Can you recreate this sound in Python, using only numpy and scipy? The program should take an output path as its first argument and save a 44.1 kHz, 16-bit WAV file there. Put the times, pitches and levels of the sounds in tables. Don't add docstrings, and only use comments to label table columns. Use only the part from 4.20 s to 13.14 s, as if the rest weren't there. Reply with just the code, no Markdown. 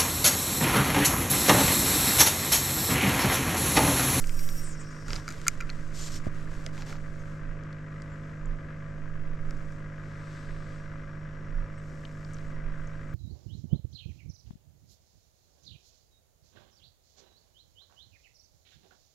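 import sys
import numpy as np
from scipy import signal
from scipy.fft import rfft, irfft, next_fast_len
from scipy.io import wavfile
from scipy.ndimage import map_coordinates

SR = 44100
rng = np.random.default_rng(int(sys.argv[2]) if len(sys.argv) > 2 else 0)


def put_to_file(sound):
    columns = np.atleast_2d(sound).T
    safe = np.clip(columns, -1, 1)
    whole_steps = np.round(safe * 32767)
    wavfile.write(sys.argv[1], SR, whole_steps.astype(np.int16))


N = 394254
TIME = np.arange(N) / SR


def from_db(db):
    return 10 ** (np.asarray(db) / 20)


def rms_one(x):
    return x / np.sqrt(np.mean(x ** 2) + 1e-20)


def in_time(points):
    return np.interp(TIME, *np.transpose(points))


def at_hz(points, hz):
    points_hz, values = np.transpose(points)
    return np.interp(np.log(hz + 1e-9), np.log(points_hz), values)


def pan(left_db):
    return from_db(np.array([[1], [-1]]) * left_db / 2)


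def band(x, low_hz, high_hz, order=2):
    sos = signal.butter(order, [low_hz, min(high_hz, .45 * SR)], "band", fs=SR, output="sos")
    return signal.sosfilt(sos, x)


def envelope(s, length_s, attack_s, release_s=None):
    corners = s + np.array([-attack_s, 0, length_s, length_s + (release_s or attack_s)])
    return np.interp(TIME, corners, [0, 1, 1, 0]) ** 2


def swell(s, sigma_s):
    return np.exp(-.5 * ((TIME - s) / sigma_s) ** 2)


def drift(rate):
    knots = rng.standard_normal(int(N / SR * rate * 2) + 4)
    return rms_one(map_coordinates(knots, [TIME * rate * 2 + 1], order=2))


def tone(hz):
    return np.sqrt(2) * np.sin(2 * np.pi * np.cumsum(hz) / SR)


def noise(spectrum, side=None):
    # (frequency [Hz], left-right likeness [0..1])
    likeness = [(30, 1), (150, 0.87), (300, 0.72), (700, 0.66), (1500, 0.683), (4000, 0.86), (12000, 0.8)]
    size = next_fast_len(N)
    hz = np.arange(size // 2 + 1) * SR / size + 1e-3
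    rolloff = 1 / (1 + (spectrum[0][0] / hz) ** 4) / (1 + (hz / spectrum[-1][0] / 2) ** 4)
    shared, apart = rfft(rng.standard_normal((2, size))) * from_db(at_hz(spectrum, hz)) * rolloff
    alike = at_hz(likeness, hz)
    both = np.sqrt(1 + alike) * shared + np.sqrt(1 - alike) * apart * [[1], [-1]]
    return rms_one(irfft(both * pan(at_hz(side, hz) if side else 0), size)[:, :N])


def narrow_noise(hz, width_hz):
    phase = 2 * np.pi * np.cumsum(hz * np.ones(N)) / SR
    return rms_one(drift(width_hz / 2) * np.cos(phase) + drift(width_hz / 2) * np.sin(phase))


def struck(modes, t, spread_rad):
    hz, db, t60 = np.transpose(modes)[:, :, None]
    skew = rng.normal(0, spread_rad, hz.shape) * np.array([1, -1])[:, None, None]
    polarity = rng.choice([-1, 1], hz.shape)
    return polarity * from_db(db - 60 * t / t60) * np.sin(2 * np.pi * hz * t + skew)


def add(out, s, sound):
    start = round(s * SR)
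    out[:, start:start + sound.shape[-1]] += sound[..., :N - start]


def air(hiss_db=-73.0, whine_db=-79.5):
    # (frequency [Hz], relative level [dB])
    hiss_colour = [(2500, -5), (4000, -8.5), (5400, -1.5), (7500, -5), (9500, -20.5), (12200, -19.5),
                   (14000, -39.5)]
    swish_colour = [(2600, 3), (4000, 1), (5500, -1.5), (6800, -5), (8200, -4.5), (10000, -23),
                    (12200, -19.5), (13300, -35.5)]
    # (time [s], level [dB])
    swish_level = [(5.6, -100), (5.85, -71), (6.03, -65.5), (6.14, -61), (6.35, -65.5), (6.56, -65),
                   (6.7, -74), (7.1, -100)]
    whine = from_db(whine_db) * envelope(5.96, 2.7, attack_s=.7) * narrow_noise(5570, width_hz=90)
    hiss = from_db(hiss_db - .8 * drift(1.8)) * noise(hiss_colour)
    swish = from_db(in_time(swish_level)) * noise(swish_colour)
    return (whine + hiss + swish) * pan(.98)


def birds(fall_octaves_per_s=4.0):
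    # (time [s], starting pitch [Hz], level [dB])
    chips = [(2.995, 6600, -67), (3.92, 7540, -72), (7.578, 8200, -68.5)]
    out = 0
    for s, hz, db in chips:
        falling_hz = hz * 2 ** (-fall_octaves_per_s * np.clip(TIME - s, 0, 1))
        out += from_db(db) * envelope(s, length_s=.022, attack_s=.008) * tone(falling_hz)
    return out


def boat(drone_db=-47, wash_db=1.5, rest_db=-49.5, sway_hz=11.0, bump_hz=25):
    # (time [s], level [dB])
    rocks = [(.15, -24.5), (1.5, -35.5), (2.1, -34.5), (2.8, -39.5), (5.151, -31.5), (6.6, -49.5),
             (7.35, -49), (8.5, -37.5)]
    bumps = [(.93, -29.5), (1.44, -33), (2.36, -36), (3.3, -29.5), (4.301, -26), (5.302, -32), (6.342, -33),
             (7.38, -25), (8.469, -28.5)]
    # (frequency [Hz], relative level [dB])
    drone_colour = [(25, 14.5), (50, 9), (85, 3), (125, 0.5), (220, -2.5), (300, -5.5), (400, -9),
                    (520, -9), (650, -14), (760, -19.5), (1100, -35)]
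    sway = from_db(rest_db) + sum(from_db(db) * swell(s, .23) for s, db in rocks)
    rumble = sway * np.sqrt(2) * np.sin(2 * np.pi * sway_hz * TIME + drift(9.8))
    for s, db in bumps:
        rumble += from_db(db) * swell(s, .047) * np.sin(2 * np.pi * (bump_hz * TIME + rng.random()))
    wash = sum(swell(s, .053) for s, _ in bumps)
    drone = from_db(drone_db + wash_db * wash + drift(10)) * noise(drone_colour)
    return rumble * pan(-7.0) + drone


def hull_knocks():
    # (frequency [Hz], level [dB], T60 [s])
    modes = [(92, 9.5, 0.029), (200, 5, 0.022), (361, 2.5, 0.021), (626, 1, 0.018)]
    # (time [s], gain [dB], low cut [Hz])
    knocks = [(0.9035, -47, 300), (0.9322, -38, 300), (2.067, -26.5, 49.5), (2.464, -32, 420)]
    out, t = np.zeros((2, N)), TIME[:SR // 5]
    for s, db, low_hz in knocks:
        ring = struck(modes, t, spread_rad=.34).sum(axis=1)
        add(out, s, from_db(db) * band(ring, low_hz, 690, order=4))
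    return out


def motor(shaft_hz=51.08, waver=.07, flutter=.003, whirr_db=-52, throb_db=7.5):
    # (multiple of the shaft rate, gain [dB])
    harmonics = [(1, -14), (2, -7), (3, 0), (4, -19.5), (5, -16), (6, -18.5), (7, -23.5), (8, -28),
                 (9, -26.5), (10, -21), (11, -17.5), (12, -38), (13, -22.5), (15, -41.5), (17, -37),
                 (21, -43.5), (22, -36), (23, -27.5), (24, -38), (25, -27), (32, -29), (39, -39.5)]
    early_colour = [(2, -1.5), (3, 0), (5, 2), (6, 4), (7, 2), (11, -1), (13, -1), (15, 0)]
    # (time [s], level [dB])
    hum_level = [(0, -42.5), (1.3, -45), (2.3, -41.5), (5.3, -42), (8.94, -42.5)]
    # (frequency [Hz], relative level [dB])
    whirr_colour = [(700, -39.5), (820, -13), (960, -2.5), (1050, 1), (1090, -6.5), (1150, 2), (1280, -0.5),
                    (1430, -0.5), (1640, 2.5), (1830, -4.5), (1980, -1.5), (2220, -9.5), (2360, -9),
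                    (2500, -12.5), (2800, -16.5), (3800, -24.5), (6000, -35), (10000, -54.5)]
    # (frequency [Hz], left minus right [dB])
    whirr_side = [(700, -2.5), (1300, 6), (2400, 4), (4400, -2), (8000, 11)]
    turns = shaft_hz * TIME + .012 * drift(.7) + .0014 * drift(8)
    early = envelope(0, 2.53, .36)
    hum = 0
    for multiple, db in harmonics:
        early_db = np.interp(multiple, *np.transpose(early_colour))
        tint = 1 + (from_db(early_db) - 1) * early
        strength = from_db(db) * tint * (1 + waver * drift(4)) + flutter * drift(6)
        hum += strength * np.sin(2 * np.pi * (multiple * turns + rng.random()))
    stroke = np.interp(turns % 1, [0, .13, 1], [0, 1, 0])
    flare = rms_one(from_db(throb_db * stroke + drift(25)))
    whirr = from_db(whirr_db + .67 * drift(.89)) * flare * noise(whirr_colour, whirr_side)
    return np.sqrt(2) * from_db(in_time(hum_level)) * hum * pan(-.9) + whirr


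def tackle(t60_s=.013, top_hz=8500):
    # (time [s], peak [dB], centre [Hz], half width [octaves])
    ticks = [(3.436, -47, 4370, .7), (3.528, -46, 4400, .45), (3.82, -43.5, 5200, 0.51),
             (4.257, -47.5, 7000, .13), (5.37, -52, 5200, 0.54), (5.522, -48.5, 6500, .5),
             (7.852, -37, 3300, 0.37), (8.048, -44, 4400, .35), (8.1345, -43.5, 7000, 0.38),
             (8.143, -43, 6500, .12), (8.168, -48, 3800, 0.61), (8.185, -48, 3800, .45),
             (8.6722, -48.5, 6500, 0.15)]
    out, t = np.zeros((2, N)), TIME[:SR // 10]
    lowpass = signal.butter(2, top_hz, fs=SR, output="sos")
    for s, db, hz, octaves in ticks:
        burst = rng.standard_normal(len(t)) * from_db(-60 * t / t60_s)
        tick = signal.sosfilt(lowpass, band(burst, hz / 2 ** octaves, hz * 2 ** octaves))
        add(out, s, from_db(db) * tick / np.abs(tick).max())
    return out * pan(4.5)


def handling(sleeve_rest_db=-82.5, grain_db=1.5):
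    # (start [s], length [s], sleeve level [dB], hand level [dB])
    moves = [(0.0, 1.1, -68.5, -57), (0.898, 0.081, -53, -45.5), (1.09, 0.26, -61, -52),
             (1.5, 0.5, -64, -56.5), (1.747, 0.019, -50.5, -60), (1.791, 0.085, -45.5, -56),
             (1.919, 0.051, -47.5, -54), (2.05, 0.025, -67, -52), (2.146, 0.098, -66, -52),
             (2.31, 0.16, -62, -54), (2.545, 0.07, -61, -49), (2.667, 0.056, -57, -47.5),
             (2.78, 0.36, -71, -61.5), (3.747, 0.37, -78, -85), (5.299, 0.27, -72.5, -85),
             (7.684, 0.58, -70.5, -81.5), (8.59, 0.4, -75, -78)]
    # (frequency [Hz], relative level [dB])
    sleeve_colour = [(1200, -7), (2200, -6), (3200, -4.5), (4000, -3), (5300, -0.5), (7200, -0.5),
                     (8300, -4), (10000, -18.5), (12200, -13), (13500, -29), (16000, -40.5)]
    hand_colour = [(50, 5.5), (110, 7), (200, -4), (330, -3), (600, -7.5), (800, -16.5), (1400, -9.5),
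                   (2400, -16), (4000, -22.5)]
    # (start [s], length [s], centre [Hz], level [dB])
    zips = [(1.81, .035, 7150, -47), (1.856, .02, 7600, -52), (1.933, 0.045, 5500, -53.5)]
    rub, grip = from_db(sleeve_rest_db), 0
    for s, length, sleeve_db, hand_db in moves:
        motion = envelope(s, length, attack_s=.013 + .42 * length)
        rub += from_db(sleeve_db) * motion
        grip += from_db(hand_db) * motion
    grain = from_db(grain_db * drift(200))
    sleeve = rub * grain * noise(sleeve_colour)
    hand = grip * grain * noise(hand_colour)
    for s, length, hz, db in zips:
        sleeve += from_db(db) * envelope(s, length, attack_s=.02) * narrow_noise(hz, width_hz=600)
    return sleeve * pan(.76) + hand


def line_rasp(slips_per_s=170, uneven=.3, slip_depth_db=13):
    # (start [s], length [s], level [dB])
    pulls = [(0.884, 0.11, -54.5), (2.582, 0.052, -52.5), (2.668, 0.1, -55.5)]
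    # (frequency [Hz], relative level [dB])
    colour = [(900, 15), (1300, -6), (2200, -6), (3000, -3), (5000, -5), (7300, -9), (10000, -39),
              (12200, -22), (13500, -42)]
    slips = np.cumsum(slips_per_s * (1 + uneven * drift(60))) / SR
    flare = rms_one(from_db(-slip_depth_db * (slips % 1)))
    pull = sum(from_db(db) * envelope(s, length, attack_s=.024) for s, length, db in pulls)
    return pull * flare * noise(colour)


def cast(run_db=-52, slack_db=-60.5, wobble_hz=22, rough_db=5.0, sag_octaves_per_s=2.0):
    # (frequency [Hz], relative level [dB])
    run_colour = [(2500, 2.5), (4100, -12), (4900, -2.5), (6200, -2), (7900, 2.5), (9200, 0.5),
                  (10300, -10), (14000, -29)]
    slack_colour = [(4200, -6), (5000, 6), (5600, 6), (6400, -3), (8200, -8), (8450, 1), (8750, -10),
                    (10500, -24)]
    lip_colour = [(9500, -23), (11000, -5), (12000, 6), (13300, -6), (15500, -14)]
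    # (start [s], length [s], level [dB])
    brushes = [(0, 0.4, -60), (0.177, 0.26, -60.5), (.485, .006, -69)]
    # (time [s], level [dB])
    flares = [(.06, -66), (.19, -52), (.225, -56), (.315, -60), (.39, -54.5), (.91, -65)]
    # (frequency [Hz], gain [dB])
    whistle_tones = [(5632, 4), (8450, -15)]
    # (start [s], length [s], centre [Hz], level [dB])
    coils = [(0.44, 0.076, 8400, -50), (0.529, 0.016, 6640, -54), (0.599, 0.022, 7530, -52.5),
             (0.713, .008, 6500, -61)]
    flicker = from_db(1.4 * drift(60.5))
    running = from_db(run_db) * envelope(0, .46, .16)
    slack = from_db(slack_db) * envelope(0, 1.0, .16)
    hiss = flicker * (running * noise(run_colour) + slack * noise(slack_colour))
    brushing = sum(from_db(db) * envelope(s, length, attack_s=.041) for s, length, db in brushes)
    sizzle = brushing * flicker * noise(lip_colour)
    flaring = sum(from_db(db) * envelope(s, 0, attack_s=.05, release_s=.09) for s, db in flares)
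    flaring += from_db(-8.5) * slack
    flaring *= rms_one(from_db(rough_db * drift(150)))
    whistle = flaring * sum(from_db(db) * tone(hz + wobble_hz * drift(29.8)) for hz, db in whistle_tones)
    swish, edge_s = 0, .024
    for s, length, hz, db in coils:
        falling_hz = hz * 2 ** (-sag_octaves_per_s * np.clip(TIME - s, -edge_s, 1))
        swish += from_db(db) * envelope(s, length, edge_s) * narrow_noise(falling_hz, width_hz=1900)
    return (hiss + swish) * pan(2.4) + sizzle * pan(8.2) + whistle


def reel(contact_s=.00016, crack_t60_s=.007, scatter_db=-42, scatter_t60_s=.05):
    # (time [s], four band levels from low to high [dB], ring length [ratio], bail wire [Hz])
    contacts = [(0.041, -49, -44.5, -53, -63, 0.46, 4700), (.072, -66, -62.5, -51, -50, 0.45, 5000),
                (0.0932, -55, -46, -50, -52, 0.29, 5000), (0.192, -56, -48.5, -47, -52, 1.2, 4900),
                (0.2892, -51, -49, -45.5, -54, 0.64, 5000), (0.882, -43, -52, -52, -52, 0.8, 4700),
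                (0.9046, -44, -43, -41, -58, 0.84, 4800), (0.9315, -45, -40.5, -36, -53, 0.41, 4800),
                (.956, -56, -61, -44, -56, .7, 4860), (0.961, -48, -46.5, -41, -59, 1, 4800),
                (1.0786, -37, -40.5, -43.5, -51, 1.1, 4900), (1.0882, -44, -48, -46, -46, 1.3, 5000),
                (1.1048, -52, -55, -51, -51, 0.66, 4900), (1.11, -45, -47.5, -53, -57, .9, 4700),
                (1.1233, -58, -58, -54, -53, 0.36, 5000), (1.215, -53, -60, -55, -55, .6, 5000),
                (1.2664, -30, -40, -46, -55, 1.24, 4700), (1.272, -48, -51, -48, -43, .7, 4900),
                (1.2813, -30.5, -25.5, -27.5, -21, 0.81, 4840), (1.404, -38, -41.5, -51, -64, 1.6, 4770),
                (1.4082, -42, -38, -52, -49.5, 1.2, 4900), (1.421, -41, -56, -57, -70, 2.1, 4800),
                (1.4936, -47.5, -45, -58, -66, 0.37, 4360), (1.5, -50, -46, -41, -60, 0.82, 4300),
                (2.4633, -49, -44, -41.5, -48.5, 0.43, 4920), (2.578, -55, -51, -57, -69, .4, 4500),
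                (2.621, -50, -49, -50, -64, 0.39, 4130), (2.705, -53, -54, -60, -61, 0.58, 4500),
                (2.7257, -44, -48, -58, -64, 0.62, 4500), (2.754, -50, -56, -67, -66, .7, 4500),
                (5.3081, -54, -56, -53.5, -60, 0.47, 5200)]
    edges = [1100, 1800, 3000, 5500, 15000]
    # (frequency [Hz], relative level [dB], T60 [s])
    body_modes = [(1351, -15.5, 0.023), (1385, -6.5, 0.02), (2100, -9, 0.026), (2360, -3.5, .02),
                  (2710, -16, 0.015), (3990, -8.5, .016), (5500, -9.5, 0.013), (5950, -7, 0.012),
                  (6500, -5.5, 0.014), (6960, -0.5, 0.011), (7500, -3.5, .009), (8850, -11, .011),
                  (9900, -13, 0.006), (12200, -12.5, .008)]
    # (frequency [Hz], left minus right [dB])
    side = [(1400, -2.5), (2400, 0.5), (6500, -2), (8500, 5), (12000, 9)]
    out, t = np.zeros((2, N)), TIME[:SR // 8]
    for s, *bands_db, ring_length, wire_hz in contacts:
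        wire_mode = (wire_hz, -1.5, .016)
        modes = np.array(body_modes + [wire_mode]) * [1, 1, ring_length]
        modes[:, 0] *= rng.normal(1, .012, len(modes))
        modes[:, 1] += rng.normal(0, 1.8, len(modes))
        balance = pan(at_hz(side, modes[:, 0]))[:, :, None]
        ring = (balance * struck(modes, t, spread_rad=.2)).sum(axis=1)
        crack = from_db(.5 - 60 * t / crack_t60_s) * rng.standard_normal(len(t))
        blow = (ring + band(crack, 1400, 8400)) * (1 - np.exp(-t / contact_s))
        parts = [rms_one(band(blow, low, high, order=3)) for low, high in zip(edges, edges[1:])]
        click = sum(from_db(db) * part for db, part in zip(bands_db, parts))
        click *= np.sqrt(.01 / t[-1])
        decay = from_db(scatter_db - 60 * t / scatter_t60_s) * (1 - np.exp(-t / .001))
        scatter = rng.standard_normal((2, len(t))) * decay
        tail = signal.fftconvolve(click, scatter, axes=1)[:, :len(t)]
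        add(out, s, click + tail)
    return out * pan(.76)


def scene():
    bed = motor() + boat() + hull_knocks() + air() + birds()
    return bed + cast() + handling() + line_rasp() + tackle() + reel()


def record(dry, cutoff_hz=15800):
    return signal.sosfilt(signal.ellip(10, .1, 80, cutoff_hz, fs=SR, output="sos"), dry)


dry = scene()
out = record(dry)
put_to_file(out)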